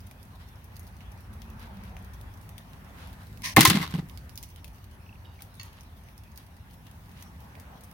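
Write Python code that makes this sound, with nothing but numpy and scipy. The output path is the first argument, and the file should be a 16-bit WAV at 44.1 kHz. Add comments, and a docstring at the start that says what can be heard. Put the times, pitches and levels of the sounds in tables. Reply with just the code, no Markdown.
"""An arrow smacks a hollow block in a snowy yard, slaps and rattles; the block rocks, slides and thuds.
The release is swelling crackly noise; slaps are ragged noise driving shaft modes, thuds soft pushes
ringing block modes. Behind: far traffic and hiss as diffuse noise, a fuzzy engine tone, melt ticks as
snaps with fizz, rustles of grainy noise, and clacks, pips and creaks as rubs or slips through
resonances. A two-port microphone clips on the smack."""
import sys
import numpy as np
from scipy import signal
from scipy.fft import rfft, irfft, next_fast_len
from scipy.io import wavfile
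from scipy.ndimage import uniform_filter1d

SR = 44100
rng = np.random.default_rng(int(sys.argv[2]) if len(sys.argv) > 2 else 0)


def file_out(sig):
    """Save sig as 16-bit WAV at sys.argv[1]."""
    # one column per channel
    cols = np.atleast_2d(sig).T
    # limit, then scale
    lim = np.clip(cols, -1, 1)
    pcm = np.round(lim * 32767).astype(np.int16)
    wavfile.write(sys.argv[1], SR, pcm)


N = 349713


def gain_of(db):
    """Decibels to gain."""
    return 10 ** (np.asarray(db) / 20)


def evened(x):
    """Scales to rms 1."""
    return x / np.sqrt(np.mean(x ** 2) + 1e-20)


def read(points, hz):
    """Reads a spectrum on a log-frequency axis."""
    f, value = np.transpose(points)
    return np.interp(np.log(hz + 1), np.log(f + 1), value)


def add(mix, s, sound):
    """Mixes a two-channel sound in at time s."""
    part = mix[:, round(s * SR):][:, :sound.shape[1]]
    part += sound[:, :part.shape[1]]


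def coloured(x, gain_db):
    """Filters the last axis by a function of frequency giving dB."""
    hz = np.fft.rfftfreq(x.shape[-1], 1 / SR)
    return irfft(rfft(x) * gain_of(gain_db(hz)), x.shape[-1])


def sides(pan_db):
    """Left and right gains of a level difference."""
    return gain_of(np.array([[.5], [-.5]]) * pan_db)


def ring(modes, t):
    """Sum of dying modes, neighbours in opposite phase, each at a slightly shifted pitch."""
    shifts = rng.uniform(-.012, 0.018, len(modes))
    total = 0
    for k, (hz, db, t60_s) in enumerate(modes):
        tone = np.sin(2 * np.pi * hz * (1 + shifts[k]) * t)
        total = total + (-1) ** k * gain_of(db - 60 * t / t60_s) * tone
    return total


def favour(modes, spot_hz, db_per_octave):
    """The spot that is struck favours the modes near its pitch."""
    return [(hz, db - db_per_octave * abs(np.log2(hz / spot_hz)), t60_s) for hz, db, t60_s in modes]


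def swell(top_s, db, rise_s, hold_s, fade_db_per_s, length_s):
    """Level curve of rise, hold and steady fade; length counts from the top."""
    rise_s, length_s = max(rise_s, .002), max(length_s, hold_s + .005)
    end_db = db - fade_db_per_s * (length_s - hold_s)
    return [(top_s - rise_s, db - 17), (top_s, db), (top_s + hold_s, db), (top_s + length_s, end_db)]


def stretch(curve, spectrum, grain_db):
    """Crackly noise on a level curve: a few grains stand well out."""
    s, db = np.transpose(curve)
    t = np.arange(s[0], s[-1], 1 / SR)
    sizes = gain_of(grain_db * np.minimum(rng.exponential(1, len(t) // 80 + 2), 4))
    grains = np.interp(np.arange(len(t)) / 80, np.arange(len(sizes)), sizes)
    noise = coloured(rng.standard_normal((2, len(t))) * grains, lambda f: read(spectrum, f))
    level = gain_of(2.5 + np.interp(t, s, db))  # 2.5 dB above the curve
    return s[0], evened(noise) * level * signal.windows.tukey(len(t), .05)


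def wash(spectrum, patchy_db, shared_db):
    """Diffuse noise, its level varying by chance over time and frequency, partly shared by all bands."""
    # left-right likeness: (frequency [Hz], correlation [1])
    likeness = [(60, 0.97), (180, 0.97), (550, 0.53), (1650, -0.22), (4970, -0.03), (15000, 0.37)]
    frames, hz = N // 256 + 5, np.fft.rfftfreq(1024, 1 / SR)
    a, b, c, d, patches = rng.standard_normal((frames, 513, 5)).T
    shared = evened(uniform_filter1d(rng.standard_normal(frames), size=5))
    patches = evened(uniform_filter1d(uniform_filter1d(patches, 10, 0), 12, 1))
    same = np.clip(read(likeness, hz), -1, 1)[:, None]
    left = a + 1j * b
    right = same * left + np.sqrt(1 - same ** 2) * (c + 1j * d)
    z = np.array([left, right]) * gain_of(patchy_db * patches + shared_db * shared)
    x = signal.istft(z, nperseg=1024, noverlap=768)[1][:, :next_fast_len(N)]
    return evened(coloured(x, lambda f: read(spectrum, f))[:, :N])


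def yard():
    """Three traffic layers on their own swells over an unsteady hiss."""
    # far traffic: (time [s], rumble [dB], engine drone [dB], tyre wash [dB])
    traffic = [(0.0, -48.5, -55.5, -59.5), (0.77, -46.5, -57, -57), (1.27, -44, -56, -55),
               (1.8, -44, -57.5, -52.5), (2.3, -43.5, -54.5, -55), (2.59, -49, -54.5, -55.5),
               (3.0, -46, -52, -54.5), (3.4, -45, -51.5, -57), (4.1, -44.5, -52, -56.5),
               (4.55, -46.5, -59, -60), (5.3, -47.5, -58, -58.5), (6.4, -49, -59, -60),
               (7.0, -49.5, -54, -59), (7.59, -48, -53, -54), (7.93, -53.5, -56, -56)]
    # noise spectra: (frequency [Hz], relative density [dB per Hz])
    rumble_spectrum = [(12, -48), (20, -23), (48, 2.5), (81, 4), (101, 3), (134, -10), (208, -15.5),
                       (278, -23.5), (400, -21.5), (520, -55), (880, -120)]
    drone_spectrum = [(90, -30), (130, 1.5), (200, 0), (280, -7.5), (400, -35)]
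    tyre_spectrum = [(150, -34.5), (250, -13.5), (467, -6.5), (908, -2.5), (1300, -7.5), (1810, -8),
                     (4720, -30), (6000, -39.5), (7800, -52), (13200, -120)]
    hiss_spectrum = [(1470, -29), (2500, 1), (4740, -5), (6000, -5), (6700, -12.5), (7550, -21.5),
                     (9490, -8.5), (13700, -7.5), (15100, -12.5), (16100, -2.5), (16500, -37)]
    hiss_db = -65
    s, *levels = np.transpose(traffic)
    rumble, drone, tyres = (gain_of(np.interp(np.arange(N) / SR, s, db)) for db in levels)
    out = rumble * wash(rumble_spectrum, 0.41, .1)
    out += drone * wash(drone_spectrum, .8, .1)
    out += tyres * wash(tyre_spectrum, 1.7, .4)
    return out + gain_of(hiss_db) * wash(hiss_spectrum, 3.4, 1.6)


def engine():
    """A passing engine's fuzzy tone: a carrier on the pitch curve under slow chance swings."""
    # engine note: (time [s], pitch [Hz], level [dB])
    note = [(1.199, 206.6, -52.5), (1.4, 222.4, -56.5), (1.55, 215.1, -49), (1.75, 200, -50),
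            (1.95, 187.8, -52.5), (2.2, 185, -56)]
    s, hz, db = np.transpose(note)
    t = np.arange(s[0], s[-1], 1 / SR)
    swing = uniform_filter1d(uniform_filter1d(rng.standard_normal((len(t), 2)).T, 900), 900)
    carrier = np.exp(2j * np.pi * np.cumsum(np.interp(t, s, hz)) / SR)
    tone = ((swing[0] + 1j * swing[1]) * carrier).real
    level = gain_of(np.interp(t, s, db)) * signal.windows.tukey(len(t), .3)
    return s[0], evened(tone) * level * np.ones((2, 1))


def tick(db, pan_db, ring_hz, body_db, fizz_db):
    """A millisecond snap and a spit of fizz, with a hint of pitch from the twig or crust."""
    t = np.arange(4096) / SR

    def spit_db(f):
        below_treble = body_db * np.clip(np.log2(8000 / (f + 1)), 0, 2)
        pitch = 9 / (1 + ((f - ring_hz) / 350) ** 2)
        return -40 * (f < 1900) + below_treble - 7 * (abs(f - 7700) < 1000) + pitch

    spit = coloured(rng.standard_normal((2, len(t))), spit_db)
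    snap = np.exp(-((t - .0013) / 0.00033) ** 2)
    decay = gain_of(-60 * t / .045) + gain_of(-14 - 60 * t / 0.32)  # short fizz and a weaker tail
    fizz = (1 - np.exp(-t / 0.00054)) * decay
    return gain_of(db - 3) * sides(pan_db) * evened(spit) * (snap + gain_of(fizz_db) * fizz)


def melt():
    """Drips and falling snow crumbs: clear ticks and a scatter of fainter, softer ones."""
    # clear ticks: (time [s], nominal peak [dB], left-right [dB], ring [Hz],
    # gain below the treble [dB per octave])
    ticks = [(0.0695, -42, -3, 2020, -2.5), (0.1113, -39, 0.5, 2380, 0), (0.2289, -44, -11, 2050, -8),
             (0.6424, -42.5, 6, 5360, -15), (0.766, -39.5, -9, 4400, -3.5), (0.794, -36, 1, 6600, -8),
             (1.006, -47.5, -8, 2900, 7), (1.12, -46, 9, 2450, -6), (1.418, -40, 8.5, 3300, 2),
             (1.7699, -47, -2, 3550, 6), (1.8358, -42, -0.5, 2430, -1.5), (1.9666, -40.5, 3, 2470, 5),
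             (2.1378, -45, -0.5, 3410, -5), (2.212, -41, 0, 3520, -6), (2.491, -38.5, 0, 2240, -3),
             (2.58, -35, 6, 3520, 0), (2.7322, -41, -4, 2600, 6), (3.0724, -43, 2, 2040, 0),
             (3.3732, -46, -14, 2340, 0.5), (3.4196, -34, 1.5, 2220, 1), (4.0965, -43.5, -10.5, 3260, 3.5),
             (4.174, -38.5, -11.5, 4600, 1.5), (4.2934, -41, -10.5, 5140, -1),
             (4.356, -36.5, 5, 6100, -2.5), (4.3754, -27.5, -4, 5000, -1), (4.4276, -31.5, 2, 7310, -2),
             (4.434, -33, -8.5, 5920, -0.5), (4.56, -42.5, -6, 3000, -2), (4.6434, -34, 6, 2480, -1),
             (4.6783, -46, -13, 2440, -1), (4.8417, -44, -2.5, 4540, -2.5), (5.4206, -31.5, 3, 2300, -6.5),
             (5.6314, -35, 1.1, 2720, -2.5), (5.808, -42.5, -5, 6030, -1.5), (6.0863, -47, -0.5, 2275, 2),
             (6.178, -41, -7, 5300, -4), (6.375, -33, 2, 4800, -5.5), (6.8673, -45, 3, 3423, 0),
             (7.224, -34, 2, 2000, -5), (7.4041, -46.5, -6, 2240, -1), (7.5524, -45.5, -8, 2490, 5),
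             (7.598, -37.5, 3, 2060, -5), (7.8082, -43.5, 7.5, 3590, -6), (7.8355, -39, 6, 8580, -9),
             (7.9129, -45.5, -10.5, 2490, -3.5)]
    crumbs_per_s, faintest_crumb_db = 11, -56
    tick_fizz_db, crumb_fizz_db = -8, -1.5  # against the snap
    out = np.zeros((2, N))
    for s, *row in ticks:
        add(out, s, tick(*row, tick_fizz_db))
    for when, size, side, pitch in rng.random((round(crumbs_per_s * N / SR), 4)):
        db, pan_db, ring_hz = faintest_crumb_db + 7 * size, 12 * side - 6, 2500 * 5 ** pitch
        add(out, when * N / SR, tick(db, pan_db, ring_hz, -3.0, crumb_fizz_db))
    return out


def rustle(*row):
    """Sleeve cloth: grainy noise that swells and fades."""
    # cloth spectrum: (frequency [Hz], relative density [dB per Hz])
    cloth = [(290, -40), (500, -1), (627, -31), (818, -3), (3130, -6.5), (3820, -7.5), (8050, -23),
             (12000, -15.5), (15600, -45), (22000, -120)]
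    return stretch(swell(*row), cloth, 2.3)


def creak(length_s, rate, db, pan_db, hz, upper_db):
    """Chance slips, weakening as they go, ring three close resonances."""
    t, along = np.arange(2500) / SR, np.linspace(0, 1, round(length_s * SR))
    slipping = rng.random(len(along)) < 3 * rate / SR
    slips = rng.standard_normal(len(along)) * slipping * gain_of(-8 * along)
    body = ring([(hz, 0, .02), (1.31 * hz, upper_db, .03), (1.57 * hz, upper_db - 6, .03)], t)
    return gain_of(db) * sides(pan_db) * signal.fftconvolve(slips, body)


def pip(db, pan_db, hz):
    """A tiny rub rings a pair of short resonances."""
    t = np.arange(1500) / SR
    rub = rng.standard_normal(len(t)) * gain_of(-60 * t / .012)
    body = signal.fftconvolve(rub, ring([(hz, 0, .013), (1.1 * hz, -3, .009)], t))
    return gain_of(db) * sides(pan_db) * body / abs(body).max()


def clack(db, pan_db, hold):
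    """A short scrape of contact rings the bow and trails off in the yard."""
    # bow modes: (frequency [Hz], level [dB], t60 before the hold factor [s])
    bow = [(1120, -2.5, .05), (1870, -0.5, 0.057), (2300, -4.5, .04), (2630, -2.5, 0.063), (3620, -9, .04),
           (4320, 1.5, 0.053), (5100, -3, 0.033), (6110, -1.5, .03), (6700, -0.5, 0.027)]
    t = np.arange(9000) / SR
    modes = [(hz, level, t60_s * hold) for hz, level, t60_s in bow]
    decay = gain_of(-60 * t / 0.025) + gain_of(-17.5 - 60 * t / .5)
    scrape = rng.standard_normal((2, len(t))) * decay
    body = signal.fftconvolve(scrape, ring(modes, t)[None], axes=1)[:, :len(t)]
    raw = coloured(scrape, lambda f: -30 * (f < 900) - 5 * (f > 5000) - 8 * (f > 7000))
    both = body / abs(body).max() + gain_of(-.5) * raw / abs(raw).max()
    return gain_of(db) * sides(pan_db) * both


def release():
    """String release and arrow flight: one quick swell of grainy noise."""
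    # swell: loudest at [s], level [dB], rise [s], hold [s], fade [dB per s], length [s]
    flight = (3.441, -34, 0.01, 0.0275, 210, 0.1)
    # release spectrum: (frequency [Hz], relative density [dB per Hz])
    twang = [(350, -48.5), (600, -14.5), (935, -15), (1000, 2.5), (1380, -25.5), (1790, 1.5), (3490, -8),
             (5990, -3), (7580, -20.5), (8360, -11.5), (15200, -19.5), (15800, -16), (16500, -31.5)]
    return stretch(swell(*flight), twang, 1.8)


def slide():
    """Snow crunches under the sliding block: noise with strongly uneven grains."""
    # slide level: (time [s], level [dB])
    sliding = [(3.575, -24.5), (3.73, -29), (3.79, -35.5), (3.845, -37.5), (3.86, -46.5), (3.93, -49.5),
               (3.95, -43.5), (4.03, -67)]
    # snow spectrum: (frequency [Hz], relative density [dB per Hz])
    crunch = [(180, -29), (300, -0.5), (504, -15.5), (986, -5), (1660, -6.5), (3900, -7), (6890, -22.5),
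              (14400, -19.5), (15700, -30), (16500, -43.5)]
    return stretch(sliding, crunch, 4.2)


def thud(db, spot_hz, free_s):
    """A soft push crushes snow and rings the hollow block until it beds in and is muffled."""
    # block modes: (frequency [Hz], level [dB], t60 [s])
    block = [(68, -8, .12), (96, -3, 0.18), (135.2, -3.5, .18), (167.5, -1.5, 0.13), (194.1, -1.5, 0.074),
             (226, -2, .15), (259, -3, .12), (316.4, 0, 0.21), (397, -5, .06), (474, -5, 0.059),
             (576.6, -10, 0.064)]
    contact_cycles, crush_db = .36, -14  # push length in cycles of the favoured pitch
    t = np.arange(12000) / SR
    push = np.hanning(max(round(contact_cycles / spot_hz * SR), 4))
    body = signal.fftconvolve(push, ring(favour(block, spot_hz, 36), t))[:len(t)]
    noise = 0.35 * rng.standard_normal((2, len(t))) + rng.standard_normal(len(t))
    crush = coloured(noise, lambda f: -24 * abs(np.log2(f / 290 + .01)))
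    crush = gain_of(crush_db - 60 * t / .12) * np.minimum(t / .003, 1) * evened(crush)
    muffled = gain_of(-14 / (1 + np.exp(-(t - free_s) / 0.0015)))
    return gain_of(db) * sides(-.3) * (body / abs(body).max() + crush) * muffled


def slap(db, pan_db, t60_s, tilt_db, ring_db, spot_hz):
    """A bright snap and a ragged crack, its treble dying first, that also drives the modes of shaft and shell."""
    # crack spectrum: (frequency [Hz], relative density [dB per Hz])
    crack_spectrum = [(240, -49), (400, -12.5), (912, -16.5), (1030, -1.5), (1600, -13), (2020, -2.5),
                      (2360, -11), (3760, -11.5), (7340, -20.5), (15000, -25.5), (16500, -33.5)]
    # shaft and shell modes: (frequency [Hz], level [dB], t60 [s])
    shaft = [(689.4, -8, .06), (798, -3.5, 0.061), (1059, -1, 0.079), (1297, -10.5, 0.057),
             (1748, -2.5, 0.044), (2085, 2, 0.061), (2684, -7.5, .06), (3690, -6, 0.053), (4270, -6.5, .05),
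             (5330, -20.5, 0.037), (6200, -10.5, 0.028)]
    hard_rise_ms, softer_ms_per_db = .6, .09  # weaker slaps rise more slowly
    snap_db, snap_t60_s, snap_left_db, snap_hz = 2.5, .007, 10, 10010  # first contact
    snap_fade_db_per_db = 0.76  # weaker slaps snap less
    shade_db = 4  # the right port is shaded from the treble
    t = np.arange(8192) / SR
    common, left, right, drive, rag = rng.standard_normal((5, len(t)))
    rise = 1 - np.exp(-t * 1000 / max(hard_rise_ms - softer_ms_per_db * db, .1))
    ragged_db = 2.4 * evened(uniform_filter1d(rag, 90))
    shape = rise * gain_of(-60 * t / max(t60_s, .01) + ragged_db)

    # the ports differ mostly at short wavelengths
    apart = coloured(np.array([left, right]), lambda f: -8 / (1 + (f / 2500) ** 4))
    crack = evened(coloured(.5 * common + apart,
                            lambda f: read(crack_spectrum, f) + tilt_db * np.log2(f / 3000 + .05)))
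    treble = coloured(crack, lambda f: -60 * (f < 6800))
    crack = crack - treble * (1 - gain_of(-60 * t / 0.18) * sides(shade_db))

    snap = evened(coloured(apart, lambda f: -22 * abs(np.log2(f / snap_hz + .01))))
    snap = snap * gain_of(snap_db - 60 * t / snap_t60_s) * np.minimum(t / .0002, 1) * sides(snap_left_db)
    snap_fade_db = snap_fade_db_per_db * db + 1.5 * min(tilt_db - 2, 0)  # duller slaps snap less too

    kick = (0.56 + drive) * rise * gain_of(-60 * t / .012)
    modes = signal.fftconvolve(kick, ring(favour(shaft, spot_hz, 10), t))[:len(t)]
    modes = np.array([modes, np.pad(modes, (3, 0))[:len(t)]])  # the far port hears the ring a little later
    modes = gain_of(ring_db + 8.5) * modes / abs(modes).max()
    return gain_of(db - 8) * sides(pan_db) * (crack * shape + snap * gain_of(snap_fade_db) + modes)


def scene():
    """Yard, engine, melt, archer, release, slide, thuds and slaps."""
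    # sleeve rustles: (loudest at [s], level [dB], rise [s], hold [s], fade [dB per s], length [s])
    rustle_rows = [(0.412, -58.5, .03, .005, 250, .06), (1.012, -60, .04, .003, 400, .04),
                   (1.616, -54, .03, .005, 130, .066), (1.883, -60, .2, .003, 600, .016),
                   (3.014, -53.5, .09, 0.018, 110, .14), (3.218, -59, .06, .005, 350, 0.053),
                   (4.584, -58.5, .03, .003, 600, .026), (5.404, -58.5, .015, .015, 450, .055),
                   (5.646, -59.5, .01, .005, 89.5, .065), (5.78, -59.5, .07, .005, 200, .06),
                   (6.382, -58.5, .004, .003, 170, .07), (6.867, -61.5, .01, .003, 260, .06),
                   (7.174, -59, 0.044, 0.043, 200.5, .1)]
    # faint creaks: (time [s], length [s], a third of the slip rate [1/s], level [dB],
    # left-right [dB], lowest ring [Hz], upper rings [dB])
    creak_rows = [(4.565, .04, 500, -66, -8, 3050, -9), (5.246, .115, 500, -64, -8, 2900, -4)]
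    # short pips from the gear: (time [s], peak [dB], left-right [dB], pitch [Hz])
    pip_rows = [(4.6442, -43.5, 4.0, 2460), (5.0638, -50, -3.5, 2700), (5.0916, -45.5, -4.0, 2570),
                (5.127, -47, -4.5, 2630), (5.1544, -53.5, -6, 2490), (5.255, -50.5, -11, 2970),
                (5.3911, -46.5, -3.5, 2300)]
    # bow and spare shafts handled: (time [s], nominal peak [dB], left-right [dB], t60 factor [1])
    clack_rows = [(5.5969, -32.5, -0.5, 0.63), (5.6122, -36.5, -5, 0.44)]
    # block rocking on packed snow: (time [s], nominal peak [dB], favoured pitch [Hz], free ringing [s])
    thud_rows = [(3.567, -14, 293, .15), (3.566, -13, 118, .03), (3.576, -9.5, 205, 0.036),
                 (3.592, -14, 137, 0.022), (3.619, -21, 165, .034), (3.64, -24, 314, .06),
                 (3.673, -15.5, 115, 0.04), (3.7, -15.5, 185, 0.047), (3.738, -13, 204, 0.019),
                 (3.758, -15, 187, 0.035), (3.797, -23.5, 163, 0.057), (3.87, -39, 125, .05),
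                 (3.9, -39, 135, .04), (3.938, -20, 166, 0.044), (3.982, -22, 167, 0.022),
                 (4.025, -34.5, 150, .051)]
    # arrow against the block: (time [s], nominal peak [dB], left-right [dB], crack t60 [s],
    # brightness [dB per octave], relative shaft ring [dB], favoured pitch [Hz])
    slap_rows = [(3.5635, -8.5, 8.5, 0.1, 9, -0.5, 2000), (3.567, -2, -2.5, 0.065, -4, -1.5, 2000),
                 (3.577, -6, -1, 0.061, -10, -3, 796), (3.589, -16, -2, 0.058, 8, -10, 1000),
                 (3.6073, -2, 1.5, .088, 3.5, -10, 2720), (3.63, -12, -4, 0.056, 8, -9, 6450),
                 (3.651, -2.5, -1, .11, 2.5, -6, 1080), (3.674, -8.5, -3, .091, 5, -19, 4300),
                 (3.6994, -5.5, 4, .05, 1.5, -17.5, 1040), (3.752, -18, 3, .11, -0.5, -8, 1040),
                 (3.775, -24, 3, .05, -5, -5, 850), (3.815, -27, 4, .074, 2, -3, 1845),
                 (3.832, -22, 1.5, .11, -2, -5, 1060), (3.906, -35, 2, 0.068, 3, -9, 1260),
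                 (3.945, -30, 2, .054, 1, -4.5, 900), (3.989, -28.5, .4, .06, -4, -11.5, 850)]
    out = yard()
    add(out, *engine())
    out += melt()
    for row in rustle_rows:
        add(out, *rustle(*row))
    add(out, *release())
    add(out, *slide())
    for rows, source in [(creak_rows, creak), (pip_rows, pip), (clack_rows, clack),
                         (thud_rows, thud), (slap_rows, slap)]:
        for s, *row in rows:
            add(out, s, source(*row))
    return out


def record(dry):
    """The capsule loses the deepest bass, the converter clips at full scale; then the band limit."""
    mic_low_hz, edge_hz = 36.3, 16450
    capsule = signal.butter(2, mic_low_hz, "high", fs=SR, output="sos")
    clipped = np.clip(signal.sosfilt(capsule, dry), -1, 1)
    band = signal.firwin(255, edge_hz, window=("kaiser", 9), fs=SR)
    return np.clip(signal.oaconvolve(clipped, band[None], "same"), -1, 1)


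dry = scene()
out = record(dry)
file_out(out)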